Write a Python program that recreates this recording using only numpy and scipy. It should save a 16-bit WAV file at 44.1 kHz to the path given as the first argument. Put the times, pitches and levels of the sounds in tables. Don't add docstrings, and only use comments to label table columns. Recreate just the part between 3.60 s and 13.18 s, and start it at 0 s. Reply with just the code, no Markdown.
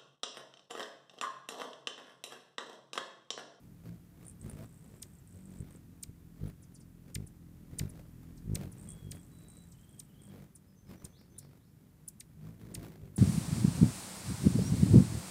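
import sys
import numpy as np
from scipy import signal
from scipy.fft import rfft, irfft
from scipy.io import wavfile
from scipy.ndimage import uniform_filter1d

SR = 44100
rng = np.random.default_rng(int(sys.argv[2]) if len(sys.argv) > 2 else 0)


def wav_record(signal):
    frames = np.transpose(np.atleast_2d(signal))
    bounded = np.clip(frames, -1, 1)
    quanta = np.round(bounded * 32767).astype(np.int16)
    wavfile.write(sys.argv[1], SR, quanta)


N = 422478
T = np.arange(N) / SR


def amp(db):
    return 10 ** (np.asarray(db) / 20)


def unit(x):
    return x / np.sqrt(np.mean(x ** 2) + 1e-20)


def along(rows, at=T):
    positions, *columns = np.transpose(rows)
    return [np.interp(at, positions, column) for column in columns]


def add(mix, start_s, sound):
    part = mix[max(round(start_s * SR), 0):][:len(sound)]
    part += sound[:len(part)]


def noise(colour):
    hz, db = np.transpose(colour)
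    gain = amp(np.interp(np.log(np.fft.rfftfreq(N, 1 / SR) + 1), np.log(hz), db, left=-100))
    return unit(irfft(rfft(rng.standard_normal(N)) * gain, N))


def wander(per_s):
    corners_s = np.arange(0, N / SR + 1, 1 / per_s)
    return unit(np.interp(T, corners_s, rng.standard_normal(len(corners_s))))


def swell(t, rise_s, fall_s):
    return np.exp(-(t / np.where(t < 0, rise_s, fall_s)) ** 2)


def strokes(peak_s, beat_hz, approach_s, retreat_s):
    offsets_s = np.arange(-4, 5) / beat_hz
    return zip(peak_s + offsets_s, swell(offsets_s, approach_s, retreat_s))


def reverb(x, fade_s, samples=30000):
    t = np.arange(samples) / SR
    tail = rng.standard_normal(samples) * amp(-60 * t / fade_s) * (1 - np.exp(-t / 0.0029))
    return signal.oaconvolve(x, tail / np.linalg.norm(tail))[:N]


def wings(beat_hz, db, overtones, jitter, waver_db, drift):
    beats = np.cumsum(beat_hz * (1 + jitter * wander(20))) / SR
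    hum = np.zeros(N)
    for k, overtone_db in overtones:
        size = amp(overtone_db + waver_db * wander(9))
        hum += size * np.cos(2 * np.pi * k * beats + drift * wander(3) - k ** 2 / 5)
    return amp(db) * unit(hum), beats


def hovering_bird(gain_db=0.5, bob_db=1.0):
    # time_s, beat_hz, level_db (before gain_db)
    flight = [(0.0, 42.4, -59.5), (0.72, 44.06, -60.5), (0.98, 41.13, -58.5), (1.33, 44.9, -58.5),
              (1.65, 41.82, -62.5), (1.87, 47.8, -56.5), (2.08, 42.28, -54.5), (2.4, 44.38, -60.5),
              (2.8, 41.27, -53.5), (2.94, 43.78, -58.5), (4.56, 41.14, -53.5), (5.02, 43.51, -54),
              (6.16, 42.31, -61.5), (6.86, 49.44, -68.5), (7.74, 41.1, -71.5), (8.91, 41.83, -64.5),
              (9.18, 49.68, -50), (9.58, 49.26, -66)]
    # beat_multiple, relative_db
    overtones = [(1, -5.5), (2, -5.5), (3, -3), (4, 0.5), (5, -8.5), (6, -7.5), (7, -10), (8, -17.5),
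                 (9, -25), (10, -26.5), (11, -36.5), (12, -32.5)]
    beat_hz, level_db = along(flight)
    level_db = level_db + gain_db + bob_db * wander(10)
    hum, _ = wings(beat_hz, level_db, overtones, jitter=0.00384, waver_db=1.5, drift=0.47)
    return hum


def hiss(level_db=-58.5):
    # frequency_hz, relative_db
    colour = [(18, -47), (30, -23.5), (69, 2.5), (173, 1), (225, -5), (379, -15), (546, -24), (747, -24.5),
              (1870, -28.5), (2150, -33), (2800, -31), (4200, -35), (14300, -31), (15500, -33.5)]
    # time_s, change_db
    drift = [(0, -.5), (1.5, .5), (3.5, -1.5), (5.1, 2.5), (6.8, -1), (7.05, -4.5), (8.4, -3), (9.1, -1.5)]
    return amp(level_db + along(drift)[0]) * noise(colour)


def rival_bird(away_hum_db=-64, away_swish_db=-72.5, hum_gain_db=-2.5):
    # nearest_s, swish_db, hum_db (before hum_gain_db), beat_hz, approach_s, retreat_s
    swoops = [(.27, -55.5, -46.5, 55.8, 0.025, 0.082), (.66, -59, -53.5, 56.8, 0.12, 0.076),
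              (.86, -55, -47.5, 55.9, 0.045, 0.086), (1.01, -49.5, -44.5, 54.83, 0.046, 0.053),
              (1.33, -66, -57.5, 52.04, 0.17, 0.12), (1.76, -62, -46.5, 46.64, 0.026, .04),
              (1.96, -61.5, -53.5, 47.5, 0.14, 0.23), (2.886, -55.5, -50, 50.3, 0.084, 0.039),
              (3.491, -59, -51, 49.97, 0.035, 0.029), (3.61, -58, -54, 49.92, .03, 0.054),
              (4.135, -58, -65, 47.97, 0.025, .025), (4.28, -57.5, -49.5, 49.53, 0.17, 0.21),
              (4.65, -64.5, -54, 51.03, .04, 0.13), (5, -49.5, -39.5, 46.58, 0.066, 0.064),
              (5.239, -59, -49.5, 51.9, 0.12, 0.21), (5.55, -56.5, -48.5, 48.9, .03, 0.044),
              (5.87, -66, -72, 53.14, 0.17, 0.21), (6.82, -56.5, -47.5, 49.94, 0.15, 0.033),
              (7.311, -54, -50, 47.5, 0.039, 0.055), (7.449, -56.5, -55, 47.06, 0.058, 0.065),
              (7.84, -65.5, -56, 47.89, 0.25, 0.11), (8.88, -60, -48, 54.96, 0.074, 0.082),
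              (9.04, -55.5, -47, 56.03, 0.041, 0.042), (9.22, -53, -44.5, 57, 0.1, 0.13),
              (9.459, -64, -48, 49.5, 0.07, .16)]
    # beat_multiple, relative_db
    overtones = [(1, -9.5), (2, -0.5), (3, 0), (4, -2.5), (5, -10.5), (6, -16), (7, -20.5), (8, -17),
                 (9, -21), (10, -24), (11, -24.5), (12, -20.5)]
    hum_power, swish_power = amp(away_hum_db) ** 2, amp(away_swish_db) ** 2
    for nearest_s, swish_db, hum_db, _, approach_s, retreat_s in swoops:
        near = swell(T - nearest_s, approach_s, retreat_s)
        hum_power += (amp(hum_db) * near) ** 2
        swish_power += (amp(swish_db) * near) ** 2
    beat_hz = along(swoops)[2]
    level_db = 10 * np.log10(hum_power) + hum_gain_db
    hum, beats = wings(beat_hz, level_db, overtones, jitter=.025, waver_db=4.5, drift=0.93)
    return hum + swish(beats, 10 * np.log10(swish_power))


def swish(beats, db, gust_db=2.23, flutter_db=3.5):
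    # frequency_hz, relative_db
    colour = [(60, -13.5), (150, 11.5), (300, 8.5), (500, 3), (800, -5.5), (1400, -8.5), (2200, -12),
              (3500, -15), (6000, -19.5), (10000, -21.5), (15000, -18)]
    puffs = (1 + .3 * np.cos(2 * np.pi * beats)) * amp(2 * wander(120))
    puffs *= amp(flutter_db * np.cos(4 * np.pi * beats))
    return amp(db + gust_db * wander(25)) * unit(puffs) * noise(colour)


def feather(hz, width_s=0.0013):
    t = np.arange(-256, 256) / SR
    ragged = .07 * unit(uniform_filter1d(rng.standard_normal(len(t)), size=12))
    sag = .13 * np.tanh(.8 * t / width_s) ** 2
    pitch_hz = hz * (1.02 + .02 * rng.standard_normal() - sag + ragged)
    return np.exp(-(t / width_s) ** 2) * np.sin(2 * np.pi * np.cumsum(pitch_hz) / SR)


def trill(beat_hz=58.3, cruise_db=-61.5, cruise_hz=8130, settle_s=0.12, hz_per_db=57, uneven_db=3.0):
    # peak_s, level_db, pitch_hz, beat_hz, approach_s, retreat_s
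    spurts = [(0.6829, -40.5, 8900, 66.7, 0.028, 0.025), (0.815, -45.5, 8300, 63.4, 0.012, 0.015),
              (0.8985, -41.5, 9300, 66, .011, 0.014), (2.005, -48.5, 8455, 60, 0.025, 0.012),
              (5.1985, -49.5, 8530, 66.3, 0.027, 0.082), (5.29, -38.5, 8730, 67, 0.012, 0.041)]
    # start_s, end_s, start_db
    stretches = [(0.817, 1.59, -55), (1.67, 2.02, -56.5), (2.092, 2.176, -55), (5.35, 5.471, -63),
                 (5.5, 5.849, -53.5), (5.871, 6.26, -51.5), (6.28, 6.46, -56), (6.61, 6.697, -53.5)]
    out, half_whistle_s = np.zeros(N), 256 / SR
    for peak_s, db, hz, *flyby in spurts:
        for at, size in strokes(peak_s, *flyby):
            add(out, at - half_whistle_s, amp(db) * size * feather(hz))
    beats = np.cumsum(beat_hz * (1 + .04 * wander(12))) / SR
    beat_times = T[1:][np.diff(np.floor(beats)) > 0]
    for start_s, end_s, start_db in stretches:
        for at in beat_times[(beat_times > start_s) & (beat_times < end_s)]:
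            push_db = (start_db - cruise_db) * np.exp(-(at - start_s) / settle_s)
            size = amp(cruise_db + push_db + uneven_db * rng.standard_normal())
            add(out, at - half_whistle_s, size * feather(cruise_hz + hz_per_db * push_db))
    return out + amp(-6) * reverb(out, fade_s=0.046)


def porch(x, eaves_db=-20, yard_db=-27):
    # delay_s, level_db
    echoes = [(.0017, -24.5), (.0034, -11.5)]
    out = x + amp(eaves_db) * reverb(x, fade_s=0.1) + amp(yard_db) * reverb(x, fade_s=0.31)
    for delay_s, db in echoes:
        add(out, delay_s, amp(db) * x)
    return out


def darts():
    # peak_s, level_db, beat_hz, approach_s, retreat_s
    passes = [(0.8706, -36.5, 49.9, 0.058, 0.024), (0.9386, -36, 51, .008, 0.034),
              (2.0087, -30.5, 49.9, 0.0074, 0.03), (2.4949, -38, 47.27, 0.011, 0.012),
              (2.8355, -27.5, 50.4, 0.021, 0.057), (3.565, -30, 50.9, 0.0079, 0.08),
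              (4.136, -36.5, 46.43, .015, 0.015), (4.214, -26, 48.4, 0.0073, 0.058),
              (4.9367, -24, 52.3, 0.061, 0.023), (5.0503, -34, 44.4, 0.023, 0.049),
              (5.4702, -35.5, 49.67, 0.048, 0.058), (7.448, -39, 48.1, 0.015, 0.0093),
              (9.1846, -38, 50.17, 0.013, 0.03), (9.435, -38, 47.88, 0.0088, 0.01)]
    # pitch_hz, share_of_suction, fade_s
    ripples = [(183, 0.11, 0.014), (397, 0.08, 0.0095)]
    t, out = np.arange(-.015, .025, 1 / SR), np.zeros(N)
    nudge = 0.31 * np.exp(-((t + 0.0053) / 0.0071) ** 2)
    suction = np.exp(-((t + 0.0021) / 0.0021) ** 2)
    push = 0.82 * np.exp(-((t - 0.0013) / 0.0011) ** 2)
    for peak_s, db, *flyby in passes:
        for at, size in strokes(peak_s, *flyby):
            thump = nudge - suction + push
            for hz, share, fade_s in ripples:
                ripple = np.sin(2 * np.pi * hz * rng.uniform(0.86, 1.05) * t)
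                thump += (t > 0) * share * np.exp(-abs(t) / fade_s) * ripple
            add(out, at + t[0], amp(db) * size * thump)
    return out


def chips(climb_curve=4.28, plunge_curve=2.3, bright_hz=13000, rasp_db=-22, rasp_s=0.0033):
    # peak_s, level_db, top_hz, fade_db (on the way down), scatter_db (echo against direct)
    calls = [(1.4236, -39, 9250, 9, -16), (2.431, -36.5, 9060, 12, -24), (2.874, -56.5, 11000, 50, 5),
             (3.018, -60, 10600, 4, 18), (3.139, -56, 10520, 3, 16), (3.198, -61, 9750, 3, 9),
             (3.5483, -35.5, 9244, 4, -19), (3.667, -52, 9950, 19, -7), (4.1889, -32.5, 9270, 5.5, -21),
             (4.294, -52, 10260, 16, -9), (4.772, -60.5, 8600, 1.5, -2), (4.9511, -33.5, 9190, 6.5, -25),
             (5.118, -54.5, 10100, 12, -7), (5.5134, -41, 9060, 6, -13), (5.552, -56, 10200, 20, -13),
             (6.118, -57, 8300, 6, -3), (6.3959, -41.5, 9260, 13.5, -16), (6.953, -50, 10000, 20, -7),
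             (7.4475, -42, 9260, 14.5, -12), (7.7826, -39.5, 10100, 29, -12), (8.4796, -37, 10050, 32, -14),
             (8.6016, -43.5, 9420, 7, -14), (9.1447, -38, 9444, 6, -14), (9.562, -39, 10150, 35, -9)]
    # top_hz, rise_s, fall_s
    shapes = [(9200, .0052, .007), (10100, 0.0025, .012)]
    # pitch_multiple, relative_db
    overtones = [(2, -2), (3, -11)]
    out = np.zeros(N)
    for peak_s, db, top_hz, fade_db, scatter_db in calls:
        rise_s, fall_s = along(shapes, top_hz)
        t = np.arange(-rise_s, 1.61 * fall_s, 1 / SR)
        from_top = abs(t) / np.where(t < 0, rise_s, fall_s)
        arch = np.exp(-(from_top / 0.88) ** np.where(t < 0, climb_curve, plunge_curve))
        bottom = np.interp(db, [-58, -44], [.44, .14])
        hz = top_hz * (bottom + (1 - bottom) * arch)
        phase = 2 * np.pi * np.cumsum(hz) / SR
        drop_db = np.where(t < 0, 17 * from_top ** 2, fade_db * from_top ** 2.8)
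        drop_db -= 3 * (np.clip(t / fall_s * 2, -1, 1) - .5)
        tone = amp(-drop_db) * np.sin(phase)
        scatter = amp(scatter_db)
        beam = 1 / (1 + 2 * scatter ** 2)
        for k, overtone_db in overtones:
            dull_db = 22 * abs(np.log2(k * hz / bright_hz)) + .35 * drop_db
            sounding = (t > 0) & (k * hz < SR / 2)
            tone += sounding * beam * amp(overtone_db - dull_db) * np.sin(k * phase)
        rasp = unit(np.diff(rng.standard_normal(len(t) + 1)))
        tone += beam * amp(rasp_db) * swell(t - 0.33 * fall_s, rasp_s, rasp_s) * rasp
        tone = np.pad(tone * signal.windows.tukey(len(t), .2), (0, 4096))
        heard = quick_echoes(tone) + scatter * reverb(tone, fade_s=0.072, samples=4096)[:len(tone)]
        add(out, peak_s - rise_s, amp(db) * heard / np.hypot(1, scatter))
    return out


def quick_echoes(tone, db=-14, count=4):
    out = tone.copy()
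    for delay_s in rng.uniform(.0002, .003, count):
        add(out, delay_s, amp(db) * tone)
    return out / np.sqrt(1 + count * amp(db) ** 2)


def song_notes(whistle_s=.345, slide_s=.033, slide_every_s=.0485, high_s=0.05, hook_s=0.095):
    # start_s, pitch_hz, level_db
    whistles = [(5.27, 3325, -69), (5.715, 3938, -69)]
    # start_s, end_s, level_db
    runs = [(6.131, 6.387, -70), (6.491, 6.72, -67)]
    # start_s, pitch_hz, level_db
    high_notes = [(7.07, 5090, -77), (7.154, 6130, -70.5), (7.26, 5150, -74), (7.36, 5990, -70),
                  (7.475, 6250, -71.5), (7.695, 6264, -73)]
    # start_s, level_db
    hooks = [(7.525, -67), (7.745, -68), (7.994, -78)]
    hook_hz = [3320, 3750, 4400, 5617, 3980]
    notes = [(at, whistle_s, [hz, hz * .992], db) for at, hz, db in whistles]
    for start_s, end_s, db in runs:
        for at in np.arange(start_s, end_s, slide_every_s):
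            arch = np.sin(.75 * np.pi * (at - start_s) / (end_s - start_s))
            hz = 3120 + 261 * arch
            notes.append((at, slide_s, [hz, hz * .915], db - 2 * (1 - arch)))
    notes += [(at, high_s, [hz, hz], db) for at, hz, db in high_notes]
    return notes + [(at, hook_s, hook_hz, db) for at, db in hooks]


def songbird():
    direct, scattered = np.zeros((2, N))
    quiver, waver, flicker = wander(500), .0045 * wander(22), amp(1.5 * wander(35) - .2)
    for start_s, length_s, pitches_hz, db in song_notes():
        n = round(length_s * SR)
        here = round(start_s * SR) + np.arange(n)
        huskiness = .002 + .025 * np.exp(-length_s / .09)
        hz = np.interp(np.linspace(0, 1, n), np.linspace(0, 1, len(pitches_hz)), pitches_hz)
        hz *= 1 + huskiness * quiver[here] + waver[here]
        soft_ends = signal.windows.tukey(n, min(0.014 / length_s, 1))
        note = amp(db) * soft_ends * np.sin(2 * np.pi * np.cumsum(hz) / SR)
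        echo_share = np.clip((max(pitches_hz) - 2200) / 4000, .2, .65) * min(.16 / length_s, 1) ** 2
        add(direct, start_s, np.sqrt(1 - echo_share) * note)
        add(scattered, start_s, np.sqrt(echo_share) * note)
    return flicker * direct + reverb(scattered, fade_s=.3)


def scene():
    mix = hovering_bird() + hiss() + rival_bird() + porch(trill() + chips()) + darts() + songbird()
    return mix[None]


def record(dry, lowest_hz=12, highest_hz=15600):
    # frequency_hz, narrowness_q, gain_db
    bands = [(2200, 5.3, 2), (2900, 4, -2)]
    sound = signal.sosfilt(signal.butter(1, lowest_hz, "highpass", fs=SR, output="sos"), dry)
    for hz, q, db in bands:
        sound = sound + (amp(db) - 1) * signal.lfilter(*signal.iirpeak(hz, q, fs=SR), sound)
    treble_cut = signal.firwin(511, highest_hz, window=("kaiser", 8), fs=SR)
    return signal.oaconvolve(sound, treble_cut[None], "same")


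dry = scene()
out = record(dry)
wav_record(out)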